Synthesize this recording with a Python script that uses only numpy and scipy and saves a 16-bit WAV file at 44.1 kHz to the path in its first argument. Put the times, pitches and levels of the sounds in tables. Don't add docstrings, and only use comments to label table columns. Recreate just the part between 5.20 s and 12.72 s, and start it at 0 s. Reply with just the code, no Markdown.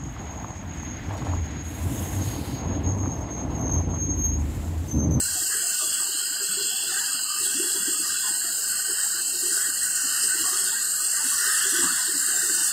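import sys
import numpy as np
from scipy import signal
from scipy.fft import rfft, irfft, next_fast_len
from scipy.io import wavfile
from scipy.ndimage import uniform_filter1d, map_coordinates

SR = 44100
rng = np.random.default_rng(int(sys.argv[2]) if len(sys.argv) > 2 else 0)


def dump(signal):
    limited = np.clip(np.atleast_2d(signal).T, -1, 1)
    pcm = np.round(limited * 32767).astype(np.int16)
    wavfile.write(sys.argv[1], SR, pcm)


N = 331632

# start_s, level_db (before trim)
FOAM = [(0.0, -26), (0.04, -26), (0.63, -25.5), (1.17, -28.5), (1.19, -31), (1.23, -27), (1.51, -27.5),
        (1.8, -26.5), (2.09, -28.5), (2.2, -26), (2.74, -26), (2.87, -26), (2.97, -27), (3.08, -26),
        (3.25, -27.5), (3.46, -26), (3.79, -27), (3.81, -26.5), (4.04, -27), (4.42, -25), (4.46, -26.5),
        (5.07, -24.5), (5.09, -26), (5.44, -24.5), (5.55, -26.5), (6.47, -23.5), (6.93, -26), (6.97, -25),
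        (7.5, -24.5), (7.52, -27.5)]
SLOSH_KNOTS_PER_S, DRIFT_KNOTS_PER_S = 12, 6
CHURN_DRIFT, SPRAY_DRIFT = 0.012, 0.004


def amp(db):
    return 10 ** (np.asarray(db) / 20)


def unit(x):
    return x / np.sqrt(np.mean(x ** 2) + 1e-20)


def along(points, hz):
    f, v = np.transpose(points)
    return np.interp(np.log(hz + 1), np.log(f + 1), v)


def curves(rows):
    s, *cols = np.transpose(rows)
    return [np.interp(np.arange(N) / SR, s, c) for c in cols]


def wobble(knots_per_s):
    knots = rng.standard_normal(int(N * knots_per_s / SR) + 4)
    return map_coordinates(knots, [np.arange(N) * knots_per_s / SR])


def filtered(x, response):
    size = next_fast_len(N + SR // 2)
    gain = response(np.fft.rfftfreq(size, 1 / SR))
    return irfft(rfft(x, size) * gain, size)[:N]


def coloured(x, spectrum):
    return unit(filtered(x, lambda hz: amp(along(spectrum, hz))))


def patches(shape, size):
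    field = rng.standard_normal(shape)
    for axis in (0, 1, 0, 1):
        field = uniform_filter1d(field, size=size[axis], axis=axis)
    return unit(field)


def patchy_noise(patchy_db, size):
    z = signal.stft(rng.standard_normal(N), nperseg=1024)[2]
    patched = z * amp(patchy_db * patches(z.shape, size))
    return unit(signal.istft(patched)[1][:N])


def drifting(x, share):
    speed = 1 + share * wobble(DRIFT_KNOTS_PER_S)
    return map_coordinates(x, [np.cumsum(speed)], mode="mirror")


def bubbles(starts_s, hz, gains, cycles, rise):
    n = np.arange(int(cycles * SR / hz.min()) + 2)
    turns = hz[:, None] * n / SR
    age = turns / cycles
    tone = np.sin(2 * np.pi * turns * (1 + rise * age / 2))
    attack = 1 - np.exp(-turns / 1.31)
    ring = tone * np.exp(-np.log(100) * age) * attack
    where = (np.abs(starts_s) * SR).astype(int)[:, None] + n
    return np.bincount(where.ravel(), (gains[:, None] * ring).ravel(), N)[:N]


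def swarm(count, low_hz, high_hz, cycles, spread_db):
    when, size, luck = rng.random((count, 3)).T
    gains = amp(-spread_db * np.log(luck + 0.01))
    hz = low_hz + (high_hz - low_hz) * size
    return unit(bubbles(when * N / SR, hz, gains, cycles, rise=0.1))


def sheen(hz):
    # centre_hz, width_hz, lift_db
    resonances = [(7396, 81, 9), (8060, 120, 5), (8170, 91, 5)]
    return amp(sum(db / (1 + (2 * (hz - centre) / width) ** 2) for centre, width, db in resonances))


def white_water():
    # start_s, level_db (before trim)
    pier = [(0.0, -46), (0.75, -39.5), (0.79, -43.5), (0.98, -40), (1.38, -42), (1.42, -37.5),
            (2.83, -42.5), (2.99, -39.5), (3.31, -46), (3.56, -43.5), (4.52, -43.5), (5.05, -38),
            (5.17, -45), (5.19, -38.5), (5.55, -42.5), (5.63, -45), (6.35, -38), (7.01, -42.5),
            (7.39, -40.5), (7.52, -41)]
    # centre_s, lift_db, half_length_s
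    splashes = [(2.237, 2, 0.0044), (3.83, 1, 0.029), (4.35, 1, 0.052)]
    # freq_hz, level_db_per_hz
    wash_spectrum = [(2400, -60), (2520, -33), (2620, 6.5), (2820, 10), (3180, 8), (3450, 3), (3700, -11),
                     (4000, -50)]
    fizz_spectrum = [(3300, -50), (3600, -7.5), (3760, -4), (3940, -2.5), (4100, 8), (4350, 8), (5100, 9.5),
                     (5450, 5.5), (5900, 9.5), (6500, -65)]
    spray_spectrum = [(5500, -37.5), (5950, -15.5), (6300, -3), (6570, -11.5), (6950, -1.5), (7350, -2.5),
                      (7600, -4.5), (8200, 1.5), (8680, 2), (8850, -22), (9020, -4), (9200, -19),
                      (9600, -62)]
    mist_spectrum = [(9000, -44), (9250, -15), (9420, 19.5), (9750, 15.5), (10050, 13.5), (10250, -8),
                     (10480, -1), (10750, 8.5), (11900, 8), (12650, -1.5), (13400, 8), (14150, 3.5),
                     (14400, 9), (15700, -3)]

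    t = np.arange(N) / SR
    slosh_db = -0.17 * wobble(SLOSH_KNOTS_PER_S)
    for s, lift_db, length_s in splashes:
        slosh_db = slosh_db + lift_db * np.exp(-((t - s) / length_s) ** 2)
    pier_db = curves(pier)[0]
    fizz_db = -34 + 0.34 * (pier_db - pier_db.mean()) + slosh_db
    wash_db = pier_db + slosh_db
    spray_db = curves(FOAM)[0] + slosh_db

    tiny_bubbles = swarm(count=12000, low_hz=2460, high_hz=6060, cycles=34.0, spread_db=-1)
    tiny = 0.21 * tiny_bubbles + patchy_noise(patchy_db=2.16, size=(4, 5))
    foam = filtered(patchy_noise(patchy_db=1.85, size=(3, 4)), sheen)
    spray = coloured(drifting(foam, SPRAY_DRIFT), spray_spectrum)
    mist = coloured(patchy_noise(patchy_db=1.54, size=(9, 8)), mist_spectrum)

    flutter_db = 0.63 * wobble(50) + 0.5 * wobble(150)
    flutter_db = flutter_db - uniform_filter1d(flutter_db, size=SR // 10)
    return (amp(wash_db + 0.25 + 0.5 * flutter_db) * coloured(tiny, wash_spectrum)
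            + amp(fizz_db + 0.5 * flutter_db) * coloured(tiny, fizz_spectrum)
            + amp(spray_db + 0.52 + 0.64 * flutter_db) * spray
            + amp(spray_db - 6.5 + 1.16 * flutter_db) * mist)


def churning():
    # start_s, level_db (before trim)
    crests = [(0.0, -43.5), (0.29, -41.5), (0.33, -34), (0.52, -43), (1.42, -41.5), (1.65, -45),
              (1.72, -33.5), (1.99, -41.5), (2.03, -51), (2.28, -39.5), (2.7, -37.5), (2.79, -47),
              (2.85, -39), (3.01, -41), (3.08, -34), (3.2, -47), (3.22, -37.5), (3.46, -45), (3.58, -36),
              (4.0, -35.5), (4.04, -46.5), (4.44, -35), (4.59, -43.5), (4.63, -35), (4.75, -42),
              (4.82, -35), (5.74, -36), (5.82, -45.5), (5.93, -34), (6.14, -35), (6.22, -29.5),
              (6.53, -32.5), (6.68, -30.5), (6.74, -35), (7.08, -33.5), (7.52, -32)]
    # freq_hz, level_db_per_hz
    cloud_spectrum = [(800, -48), (1080, -18), (1200, 0.5), (1310, -5.5), (1480, 11), (1610, 9), (1730, -4),
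                      (1880, 8), (2020, -30), (2200, -29), (2600, -70)]
    seethe_spectrum = [(850, -27), (1080, -7.5), (1350, 1), (1550, -1.5), (1700, 10.5), (1920, 3.5),
                       (2040, -1.5), (2150, -75), (2400, -60)]

    churn_db = curves(crests)[0] + 1.5 * wobble(SLOSH_KNOTS_PER_S)
    surge_db = churn_db - churn_db.mean()
    ringing = swarm(count=2000, low_hz=1060.0, high_hz=2046, cycles=126.0, spread_db=2.5)
    cloud_noise = patchy_noise(patchy_db=3, size=(2, 8))
    seethe_noise = patchy_noise(patchy_db=3.5, size=(2, 8))
    clouds = drifting(coloured(0.5 * ringing + cloud_noise, cloud_spectrum), CHURN_DRIFT)
    seethe = drifting(coloured(seethe_noise, seethe_spectrum), CHURN_DRIFT)
    return amp(churn_db - 1.8 - 0.24 * surge_db) * clouds + amp(churn_db - 9.0 + 0.77 * surge_db) * seethe


def current():
    # freq_hz, level_db_per_hz
    roll_spectrum = [(20, -34), (55, -11), (68, -2.5), (88, -5), (170, -1.5), (330, -2), (410, -2),
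                     (490, -7), (590, -6.5), (760, -6), (1100, -7.5), (1500, -37), (2400, -7), (3000, -70)]
    roll = amp(-54.0) * coloured(patchy_noise(patchy_db=2.5, size=(3, 5)), roll_spectrum)
    glugs = amp(-61) * swarm(count=160, low_hz=274, high_hz=417, cycles=10.7, spread_db=5.5)
    babble = amp(-60) * swarm(count=700, low_hz=637, high_hz=1247, cycles=28, spread_db=4.5)
    return roll + glugs + babble


def wind():
    # freq_hz, level_db_per_hz
    buffet_spectrum = [(20, -18), (45, -21), (70, -1), (105, -12), (200, -19), (500, -60)]
    puff_db, hold_s, fall_db_per_s = -44.5, 0.072, 62
    falling_s = np.maximum(np.arange(N) / SR - hold_s, 0)
    return amp(puff_db - fall_db_per_s * falling_s) * coloured(rng.standard_normal(N), buffet_spectrum)


def strays(count, db, hz, scatter):
    when, strength, size = rng.random((count, 3)).T
    s = (np.arange(count) + when) / count * N / SR
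    level_db = db + 2.5 * (2 * strength - 1)
    return np.transpose([s, level_db, hz * np.exp(scatter * (2 * size - 1))])


def clusters(rows, count, length_s, scatter, cycles, fade_db):
    s, db, hz = np.transpose(rows)[:, :, None]
    delay, size = rng.random((len(rows), 2, count)).transpose(1, 0, 2)
    lesser = np.arange(count) != 1
    place = (np.arange(count) - 1 + lesser * (delay - 0.5)) / count
    pitch_hz = hz * np.exp(scatter * lesser * (2 * size - 1))
    gains = amp(db + fade_db * (np.abs(place) + 0.06 * (place < 0)))
    return bubbles((s + length_s * place).ravel(), pitch_hz.ravel(), gains.ravel(), cycles, rise=0.034)


def air_pockets():
    # loudest_s, level_db (before trim), pitch_hz
    large_gulps = [(0.22, -37, 322), (0.348, -35, 392), (0.635, -37, 324), (1.21, -36, 380),
                   (1.292, -43.5, 194), (1.373, -33, 392), (1.408, -33, 398), (1.449, -48, 178),
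                   (1.69, -37, 385), (1.76, -43, 380), (1.945, -37, 258), (2.21, -35.5, 361),
                   (2.264, -36.5, 370), (2.351, -29, 274), (2.395, -25.5, 330), (2.439, -31, 363),
                   (2.554, -29.5, 322), (2.599, -40.5, 198), (2.678, -26.5, 324), (2.8, -31.5, 315),
                   (3.084, -47, 203), (3.693, -31.5, 375), (3.99, -40.5, 340), (4.14, -37, 366),
                   (4.231, -29.5, 343), (4.28, -37.5, 378), (4.37, -40, 375), (4.843, -34.5, 271),
                   (5.04, -37.5, 364), (5.15, -37, 354), (5.206, -29.5, 312), (5.326, -37, 373),
                   (5.46, -38, 374), (6.048, -33.5, 263), (6.27, -39, 400), (6.457, -32, 390),
                   (6.529, -28, 320), (6.589, -23.5, 322), (6.638, -26.5, 263), (6.645, -38.5, 183),
                   (6.887, -31, 360), (6.949, -28.5, 286), (7.085, -35, 325), (7.232, -32, 349),
                   (7.296, -30.5, 332), (7.41, -38, 295), (7.481, -45, 221)]
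    loud_gurgles = [(0.165, -39.5, 730), (0.435, -40.5, 698), (0.608, -31, 1197), (0.626, -39.5, 637),
                    (0.8, -35, 1196), (0.82, -43, 886), (1.52, -40, 750), (1.728, -36.5, 783),
                    (1.815, -40, 934), (1.92, -33, 1255), (2.06, -35.5, 1227), (2.103, -28.5, 1200),
                    (2.16, -32.5, 1200), (2.745, -33, 1240), (2.857, -31, 1214), (3.043, -35.5, 1005),
                    (3.084, -38, 834), (3.25, -44, 690), (5.258, -26, 1132), (5.27, -39, 740),
                    (5.33, -28, 1215), (5.525, -41, 915), (5.8, -31, 1245), (6.01, -37, 890),
                    (6.126, -28, 1143), (6.3, -29, 1244), (6.635, -34, 953), (6.645, -44, 750),
                    (6.64, -29, 1144), (6.674, -26, 1236), (6.79, -36, 1003), (7.14, -41, 716),
                    (7.39, -39, 910)]
    slumps = [(2.625, -56, 65), (3.495, -48, 81), (6.145, -50, 94), (6.625, -47.5, 78)]
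    deep = np.vstack([large_gulps, strays(count=12, db=-43, hz=360, scatter=0.086)])
    light = np.vstack([loud_gurgles, strays(count=12, db=-49.5, hz=838, scatter=0.223)])
    gulps = clusters(deep, count=5, length_s=0.051, scatter=0.18, cycles=12.9, fade_db=-23.5)
    gurgles = clusters(light, count=4, length_s=0.06, scatter=0.032, cycles=38.5, fade_db=-12.5)
    thuds = clusters(slumps, count=3, length_s=0.057, scatter=0.25, cycles=4, fade_db=-22)
    return amp(3.5) * gulps + amp(1.5) * gurgles + amp(12.0) * thuds


def bridge(x):
    # freq_hz, t60_s
    decay = [(200, 0.28), (1000, 0.59), (8000, 0.13)]
    hz, t, z = signal.stft(rng.standard_normal(SR // 2), SR, nperseg=256)
    t60_s = along(decay, hz)[:, None]
    tail = signal.istft(z * np.exp(-np.log(1000) * t / t60_s))[1]
    return signal.fftconvolve(x, tail / np.linalg.norm(tail))[:N]


def notched(x):
    # start_s, centre_hz, width_hz
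    drifting_notch = [(0, 3650, 450), (.35, 3530, 170), (.62, 3740, 100), (.9, 3550, 400),
                      (1.22, 3630, 560), (1.33, 3470, 70), (1.46, 3740, 440), (1.65, 3760, 320),
                      (1.72, 3700, 30), (1.78, 3620, 40), (1.81, 3550, 400), (2.05, 3640, 456),
                      (2.25, 3590, 260), (2.77, 3690, 370), (2.98, 3670, 40), (3.2, 3640, 420),
                      (3.4, 3430, 300), (3.55, 3570, 570), (3.85, 3470, 490), (4.15, 3450, 360),
                      (4.55, 3580, 350), (4.85, 3530, 410), (5.4, 3530, 290), (5.52, 3400, 40),
                      (5.8, 3760, 320), (5.95, 3580, 20), (6.5, 3500, 25), (6.88, 3500, 70),
                      (6.96, 3280, 300), (7.08, 3500, 400), (7.16, 3320, 350), (7.52, 3280, 230)]
    # start_s, width_hz, depth_db
    gap = [(0, 150, 5), (2.2, 260, 22), (2.58, 500, 14), (2.8, 290, 22), (4.7, 230, 10), (5.2, 370, 16),
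           (5.7, 230, 15), (6.3, 427, 18), (6.9, 460, 35), (7.021, 378, 5), (7.52, 400, 13)]
    # centre_s, length_s, centre_hz, width_hz, depth_db
    dips = [(0.445, 0.15, 5640, 430, 36), (0.42, .12, 12550, 450, 10), (1.383, 0.79, 9600, 1100, 7.5),
            (2.0, 0.074, 5670, 560, 35), (2.02, .1, 12550, 700, 6), (3.63, 0.27, 5880, 280, 26),
            (4.54, .087, 5700, 420, 25), (4.69, 0.11, 4740, 1300, 4.5), (5.42, 0.18, 5840, 170, 20),
            (5.85, 0.62, 3240, 400, 7), (6.9, .24, 5870, 170, 12)]
    # centre_hz, half_width_hz, depth_db_per_db (of the spray level curve below a set level)
    fixed_notches = [(5795, 450, 4.5), (9120, 90, 5.5), (9600, 940, 2), (10360, 110, 9)]
    # centre_hz, half_width_hz, depth_db
    flicker = [(2216, 290, 13), (2416, 166, 39), (3327, 146, 20), (3700, 310, 20), (5310, 93, 12),
               (5840, 170, 23), (10060, 150, 22)]
    notch_depth_db, gap_hz, set_level_db = 63, 2380, -24

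    hz, s, z = signal.stft(x, SR, nperseg=1024)

    def bell(centre, width):
        return np.exp(-((hz[:, None] - centre) / width) ** 2)

    def trough(centre, width):
        return 1 / (1 + (2 * (hz[:, None] - centre) / width) ** 12)

    when, centre, width = np.transpose(drifting_notch)
    drifting_db = notch_depth_db * trough(np.interp(s, when, centre), np.interp(s, when, width))
    when, width, depth_db = np.transpose(gap)
    gap_db = np.interp(s, when, depth_db) * trough(gap_hz, np.interp(s, when, width))
    dip_db = sum(db * np.exp(-(2 * (s - at) / length) ** 4) * trough(c, w)
                 for at, length, c, w, db in dips)
    below_db = np.maximum(set_level_db - np.interp(s, *np.transpose(FOAM)), 0)
    fixed_db = below_db * sum(slope * bell(c, w) for c, w, slope in fixed_notches)
    flicker_share = np.clip(1.6 * patches(z.shape, size=(4, 7)), -0.25, 1)
    flicker_db = flicker_share * sum(db * bell(c, w) for c, w, db in flicker)
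    return signal.istft(z * amp(-drifting_db - gap_db - dip_db - fixed_db - flicker_db))[1][:N]


def scene():
    pockets = air_pockets()
    river = white_water() + churning() + current() + pockets + amp(-8.0) * bridge(pockets)
    return (notched(river) + wind())[None]


def record(dry):
    top_hz = 15750
    return filtered(dry[0], lambda hz: hz < top_hz)[None]


dry = scene()
out = record(dry)
dump(out)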